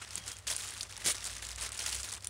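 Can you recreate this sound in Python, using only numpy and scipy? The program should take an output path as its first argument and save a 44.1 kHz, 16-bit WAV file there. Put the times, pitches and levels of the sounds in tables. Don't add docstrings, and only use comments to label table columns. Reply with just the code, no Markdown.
import sys
import numpy as np
from scipy import signal
from scipy.fft import rfft, irfft
from scipy.io import wavfile

SR = 44100
rng = np.random.default_rng(int(sys.argv[2]) if len(sys.argv) > 2 else 0)


def gain_from_db(level_db):
    decades = np.asarray(level_db, float) / 20
    return 10 ** decades


def bounce(signal):
    frames = np.transpose(np.atleast_2d(signal))
    limited = np.clip(frames, -1, 1)
    pcm = np.round(limited * 32767).astype(np.int16)
    wavfile.write(sys.argv[1], SR, pcm)


N = 101209

# f/Hz, density level/dB
CLOTH_SPECTRUM = [(90, -29.5), (150, -11), (420, -8), (900, -8), (1700, -5), (5000, -2), (9000, -0.5),
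                  (16000, -17.5)]


def rms_one(x):
    return x / np.sqrt(np.mean(x ** 2) + 1e-20)


def at_hz(points, hz):
    f, level = np.transpose(points)
    return np.interp(np.log(hz), np.log(f), level)


def drift(rate):
    r = np.exp(-20 * np.pi * rate / SR)
    white = rng.standard_normal(N // 10 + 4002)
    slow = signal.lfilter([1], [1, -2 * r, r * r], white)[4000:]
    return np.interp(np.arange(N) / 10, np.arange(len(slow)), rms_one(slow))


def ring(clicks, hz, t60):
    r = gain_from_db(-60 / (t60 * SR))
    w = 2 * np.pi * hz / SR
    return signal.lfilter([0, np.sin(w)], [1, -2 * r * np.cos(w), r * r], clicks + 1e-18)


def narrow(hz, width_hz):
    white = rng.standard_normal(N + SR)
    t60 = np.log(1000) / np.pi / width_hz
    once = ring(white, hz, t60)
    return rms_one(ring(once, hz, t60)[SR:])


def coloured(x, spectrum):
    size = 16384
    hz = np.maximum(np.fft.rfftfreq(size, 1 / SR), 1)
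    cepstrum = irfft(np.log(gain_from_db(at_hz(spectrum, hz))), size)
    cepstrum[1:size // 2] *= 2
    cepstrum[size // 2 + 1:] = 0
    h = irfft(np.exp(rfft(cepstrum)), size)
    return signal.fftconvolve(x, h / np.sqrt(np.sum(h ** 2)))[:N]


def room_air():
    # f/Hz, density level/dB
    air_spectrum = [(70, -20), (122, 6), (200, -3), (330, -8), (500, -4), (1400, -6), (8000, -15),
                    (16000, -30)]
    return gain_from_db(-62) * coloured(rng.standard_normal(N), air_spectrum)


def fan():
    # t/s, f/Hz, level/dB
    drone_path = [(0.0, 59.6, -63), (0.11, 65.4, -65), (0.42, 59.5, -60), (0.61, 59.9, -64),
                  (0.78, 64.2, -67), (0.89, 56.3, -65.5), (1.49, 58.35, -52.5), (1.64, 59, -50.5),
                  (1.75, 62.7, -62), (1.98, 62.4, -49.5), (2.12, 66.7, -67), (2.18, 65.1, -52),
                  (2.2, 67.1, -81), (2.29, 70.4, -49.5)]
    s, hz, db = np.transpose(drone_path)
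    t = np.arange(N) / SR
    phase = 2 * np.pi * np.cumsum(np.interp(t, s, hz)) / SR
    drone = gain_from_db(np.interp(t, s, db)) * np.sqrt(2) * np.sin(phase)
    return drone + gain_from_db(-63) * narrow(70.8, 44)


def motors():
    # f/Hz, level/dB
    motor_tones = [(99.7, -61), (92.1, -66)]
    lull_s = 1.64
    t = np.arange(N) / SR
    hum = 0
    for k, (hz, db) in enumerate(motor_tones):
        hum = hum + (-1) ** k * gain_from_db(db) * np.sqrt(2) * np.sin(2 * np.pi * hz * (t - lull_s))
    return hum


def whistle():
    end_s, fade_s, gap_s, gap_width_s = .33, .04, .065, .035
    t = np.arange(N) / SR
    fade = np.exp(-np.maximum(t - end_s, 0) / fade_s)
    gap = 1 - np.exp(-((t - gap_s) / gap_width_s) ** 2)
    return gain_from_db(-60.5) * fade * gap * narrow(3255, 60)


def effort(octaves):
    # start t/s, length/s, level/dB, tilt/(dB per octave)
    crumples = [(-.01, 0.02, -52.5, -4), (.0135, 0.036, -43.5, -3.5), (.105, 0.1, -43.5, -1.5),
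                (.148, 0.12, -59, -9), (.173, 0.0034, -39.5, -4), (.312, 0.026, -45.5, -1.5),
                (.4675, .026, -32.5, -.1), (0.498, 0.024, -31, -0.6), (.522, 0.045, -39, -1.5),
                (.579, 0.082, -38, -0.5), (.63, 0.049, -43, -1), (.674, 0.076, -41, -2.2),
                (.808, 0.055, -52, -6), (.924, .035, -46.5, -3), (1.058, 0.048, -25, -0.13),
                (1.108, 0.015, -32.5, 1), (0.955, 0.053, -51.5, -6), (1.141, 0.058, -42, -3),
                (1.422, 0.061, -43, -2.5), (1.487, .052, -45.5, -3.5), (1.543, 0.029, -51, -4),
                (1.574, 0.036, -41, -3), (1.717, 0.073, -43, -2.8), (1.789, 0.1, -36.5, -1.3),
                (1.86, 0.046, -35, -1), (2.03, 0.035, -39, -1), (2.117, 0.064, -46.5, -4.7),
                (2.222, 0.065, -55.5, -5.5)]
    # start t/s, length/s, level/dB, tilt/(dB per octave)
    slides = [(.04, 0.063, -49, -3), (.17, 0.13, -49, -2.5), (.24, 0.077, -42, -2.5),
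              (.31, 0.09, -53, -3.5), (.7, 0.14, -43.5, -1.1), (.98, 0.077, -44.5, -2.3),
              (1.025, 0.053, -38, -1.5), (.87, 0.056, -48.5, -3), (1.12, .03, -47, -3.5),
              (1.18, 0.099, -41.5, -2.1), (.38, 0.096, -57.5, -4.5), (1.22, 0.11, -40, -2),
              (1.29, 0.14, -45.5, -3), (1.59, 0.082, -35, -1.6), (1.665, 0.045, -50.5, -6),
              (1.89, 0.085, -35.5, -1), (1.96, 0.061, -39.5, -0.5), (2.05, 0.057, -42.5, -2),
              (.835, 0.037, -51, -3), (2.16, .03, -57, -5)]
    attack_s, release_s, swell_share, sag_db_per_s = .002, .006, 0.44, 65.5
    t = np.arange(0, N + 32, 32) / SR
    power = gain_from_db(2 * -65)
    for rows, sudden in ((crumples, True), (slides, False)):
        for s, length, db, tilt_db in rows:
            rise_s = attack_s if sudden else swell_share * length
            rise = np.clip((t - s) / rise_s, 0, 1) ** 2
            sag = gain_from_db(-sag_db_per_s * np.maximum(t - s - rise_s, 0))
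            release = np.exp(-np.maximum(t - s - length, 0) / release_s)
            level = gain_from_db(db + tilt_db * max(octaves, -2))
            power = power + (rise * sag * release * level) ** 2
    return np.interp(np.arange(N) / SR, t, np.sqrt(power))


def rustle():
    grains_per_s, spread_db, biggest, grain_cycles, full_grain_hz = 3300, 7, 2.4, 3.14, 1450
    clump_db, flicker_db, grain_db, hiss_db = 4.0, 1, -5.5, -6.5
    clump = drift(130)
    sizes = gain_from_db(spread_db * np.minimum(rng.exponential(1, N), biggest)) * rng.choice([-1, 1], N)
    denser = (effort(0) / gain_from_db(-43)) ** 0.46
    chance = grains_per_s * denser * gain_from_db(clump_db * clump) / SR
    born = (rng.random(N) < chance) / np.sqrt(denser)
    edges = np.geomspace(150, 17000, 15)
    own_band = rng.integers(0, 14, N)
    white = rng.standard_normal((2, N))
    out = 0
    for k, (low, high) in enumerate(zip(edges, edges[1:])):
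        hz = np.sqrt(low * high)
        sos = signal.butter(2, [low, high], "band", fs=SR, output="sos")
        near = born * (abs(own_band - k) < 3) * sizes * rng.uniform(.2, 1, N)
        ringing = ring(near * (own_band == k), hz, grain_cycles / hz)
        grains = rms_one(signal.sosfilt(sos, near + ringing))
        flicker = gain_from_db(flicker_db * (clump + drift(27)))
        hiss = rms_one(signal.sosfilt(sos, white[k % 2])) * flicker
        band = gain_from_db(grain_db) * min(hz / full_grain_hz, 1) * grains + gain_from_db(hiss_db) * hiss
        out = out + np.sqrt(high - low) * band * effort(np.log2(hz / 5000))
    return coloured(out / np.sqrt(edges[-1]), CLOTH_SPECTRUM)


def snaps():
    # t/s, peak level/dB, ring f/Hz, after-crackle level/dB relative to the peak
    first_snaps = [(0.1562, -15, 8300, -22), (0.1793, -23, 6600, -9), (0.2799, -23, 7600, -12),
                   (0.2879, -26, 7900, -15), (0.3183, -27, 8200, -9), (0.3682, -32, 6800, -16),
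                   (0.3874, -33, 8900, -10), (0.5151, -18, 10200, -26), (0.5373, -24, 9100, -26),
                   (0.5649, -15, 9200, -20), (0.6892, -22, 7300, -26), (0.7074, -24, 9000, -21),
                   (0.8097, -18, 4400, -18), (0.8122, -24, 4900, -14), (0.8314, -22, 6500, -20),
                   (0.8349, -28, 8500, -26), (0.9132, -30, 9100, -16), (0.967, -26, 5600, -16),
                   (0.9776, -28, 9600, -13), (1.0541, -20, 6800, -12), (1.1089, -19, 7100, -26),
                   (1.1176, -17, 9000, -26), (1.1245, -23, 8200, -26), (1.1677, -26, 5700, -15),
                   (1.2426, -23, 9600, -12), (1.2533, -24, 7100, -8), (1.331, -29, 3100, -14),
                   (1.3661, -29, 4200, -8), (1.3822, -31, 6300, -12), (1.4243, -26, 2600, -10),
                   (1.4505, -27, 4500, -8), (1.4686, -25, 7600, -18), (1.4893, -25, 8100, -12),
                   (1.516, -25, 5100, -12), (1.5605, -26, 7500, -20), (1.6112, -22, 9000, -18),
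                   (1.6252, -21, 9400, -18), (1.6916, -28, 8500, -9), (1.7199, -24, 8200, -17),
                   (1.7293, -26, 9400, -15), (1.7585, -30, 6900, -26), (1.7761, -27, 8300, -8),
                   (1.7912, -26, 6500, -8), (1.7933, -20, 5500, -18), (1.8631, -18, 7200, -8),
                   (1.9254, -25, 8100, -14), (1.953, -20, 9900, -26), (1.9642, -24, 7100, -26),
                   (2.0104, -27, 8500, -26), (2.0316, -25, 7100, -15), (2.1087, -29, 4000, -17),
                   (2.1195, -27, 8100, -8), (2.1245, -27, 6700, -8), (2.1274, -22, 7900, -15),
                   (2.1378, -23, 9600, -12), (2.166, -32, 8400, -22), (2.2077, -35, 4800, -15),
                   (2.2246, -35, 6400, -9), (2.2456, -23, 9600, -12), (2.2714, -17, 9500, -17)]
    # t/s, peak level/dB, ring f/Hz
    further_snaps = [(0.0902, -39, 9000), (0.1327, -31, 6200), (0.2624, -32, 9700), (0.3171, -27, 8100),
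                     (0.4775, -21, 6700), (0.5797, -29, 7500), (0.636, -28, 7400), (0.6749, -29, 9700),
                     (0.6815, -29, 4900), (0.738, -28, 9900), (0.778, -31, 9300), (0.8165, -31, 9500),
                     (0.8301, -28, 9500), (0.9253, -32, 6100), (1.004, -31, 6700), (1.0464, -26, 5900),
                     (1.064, -19, 9600), (1.0775, -15, 8100), (1.1039, -17, 6200), (1.1519, -26, 5500),
                     (1.1556, -29, 8400), (1.1822, -30, 5600), (1.2069, -30, 5100), (1.2614, -26, 7700),
                     (1.2693, -24, 8600), (1.2732, -25, 8500), (1.304, -30, 6300), (1.3146, -30, 8500),
                     (1.3375, -31, 8800), (1.3522, -30, 5500), (1.4314, -30, 10200), (1.507, -30, 6600),
                     (1.5236, -37, 2300), (1.5302, -33, 3700), (1.5554, -38, 3600), (1.5842, -29, 2700),
                     (1.6005, -28, 4000), (1.7472, -29, 7600), (1.7692, -30, 6500), (1.7793, -29, 8300),
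                     (1.8039, -25, 6500), (1.8203, -28, 6100), (1.8423, -27, 8400), (1.8823, -26, 4000),
                     (1.8948, -24, 4900), (1.9016, -28, 8100), (1.9135, -28, 7800), (1.9285, -24, 4400),
                     (1.947, -22, 7900), (2.0013, -28, 7400), (2.0042, -27, 8000), (2.0433, -28, 9200),
                     (2.0898, -28, 6400), (2.0962, -30, 9500), (2.1466, -27, 8600), (2.1511, -28, 4900),
                     (2.1564, -31, 6800), (2.1772, -35, 7300), (2.2365, -36, 4800), (2.2555, -33, 6200)]
    creases = first_snaps + [(*tick, -13) for tick in further_snaps]
    lag_s, rise_s, ring_t60_s, after_t60_s, lead_t60_s = -.0002, .0002, .0016, .017, .009
    ring_db, click_db, lead_db = -3.5, -2.5, -4
    rings, broad = np.zeros(N + SR), np.zeros(N + SR)
    t = np.arange(2048) / SR
    rise = 1 - np.exp(-t / rise_s)
    shape = rise * gain_from_db(-60 * t / ring_t60_s)
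    for s, db, hz, after_db in creases:
        i = int((s + lag_s) * SR)
        noise = rng.standard_normal((2, len(t)))
        rings[i:i + len(t)] += gain_from_db(db + ring_db) * shape / shape.max() * np.sin(2 * np.pi * hz * t)
        broad[i + int(rise_s * SR)] += gain_from_db(db + click_db) * np.sign(noise[0, 0])
        crackle = noise[0] * abs(noise[1])
        broad[i:i + len(t)] += rise * gain_from_db(db + after_db - 60 * t / after_t60_s) * crackle
        creak = gain_from_db(db + after_db + lead_db - 60 * t[256:0:-1] / lead_t60_s)
        broad[i - 256:i] += creak * noise[1, -256:]
    thin = signal.butter(2, 2100, "high", fs=SR, output="sos")
    return signal.sosfilt(thin, rings[:N] + coloured(broad[:N], CLOTH_SPECTRUM))


def flops():
    # t/s, length/s, level/dB, f/Hz
    puffs = [
        (1.05, 0.069, -46.5, 527),
        (1.045, 0.045, -49, 165),
        (0.15, 0.072, -59, 180),
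    ]
    t = np.arange(N) / SR
    out = 0
    for s, length, db, hz in puffs:
        swell = np.sin(np.pi * np.clip((t - s) / length, 0, 1))
        out = out + gain_from_db(db) * swell * narrow(hz, hz * 0.44)
    return out


def shop(x):
    t = np.arange(SR // 4) / SR
    tail = rng.standard_normal(len(t)) * gain_from_db(-60 * t / .1) * (t > .003)
    return signal.fftconvolve(x, tail / np.sqrt(np.sum(tail ** 2)))[:N]


def scene():
    background = room_air() + fan() + motors() + whistle()
    cloth = rustle() + snaps() + flops()
    return (cloth + gain_from_db(-16) * shop(cloth) + background)[None]


def roll_off(x):
    return signal.sosfilt(signal.butter(12, 16630, fs=SR, output="sos"), x)


def record(dry):
    # f/Hz, level/dB
    mic_response = [(38, -26), (46, -1.5), (9900, -0.5), (11800, -7.5), (15500, -2.5)]
    headroom = .27
    x = headroom * np.tanh(coloured(dry[0], mic_response) / headroom)
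    low_pass = signal.ellip(8, .3, 31, 15750, fs=SR, output="sos")
    mix = signal.sosfilt(low_pass, x)[None]
    return roll_off(mix)


dry = scene()
out = record(dry)
bounce(out)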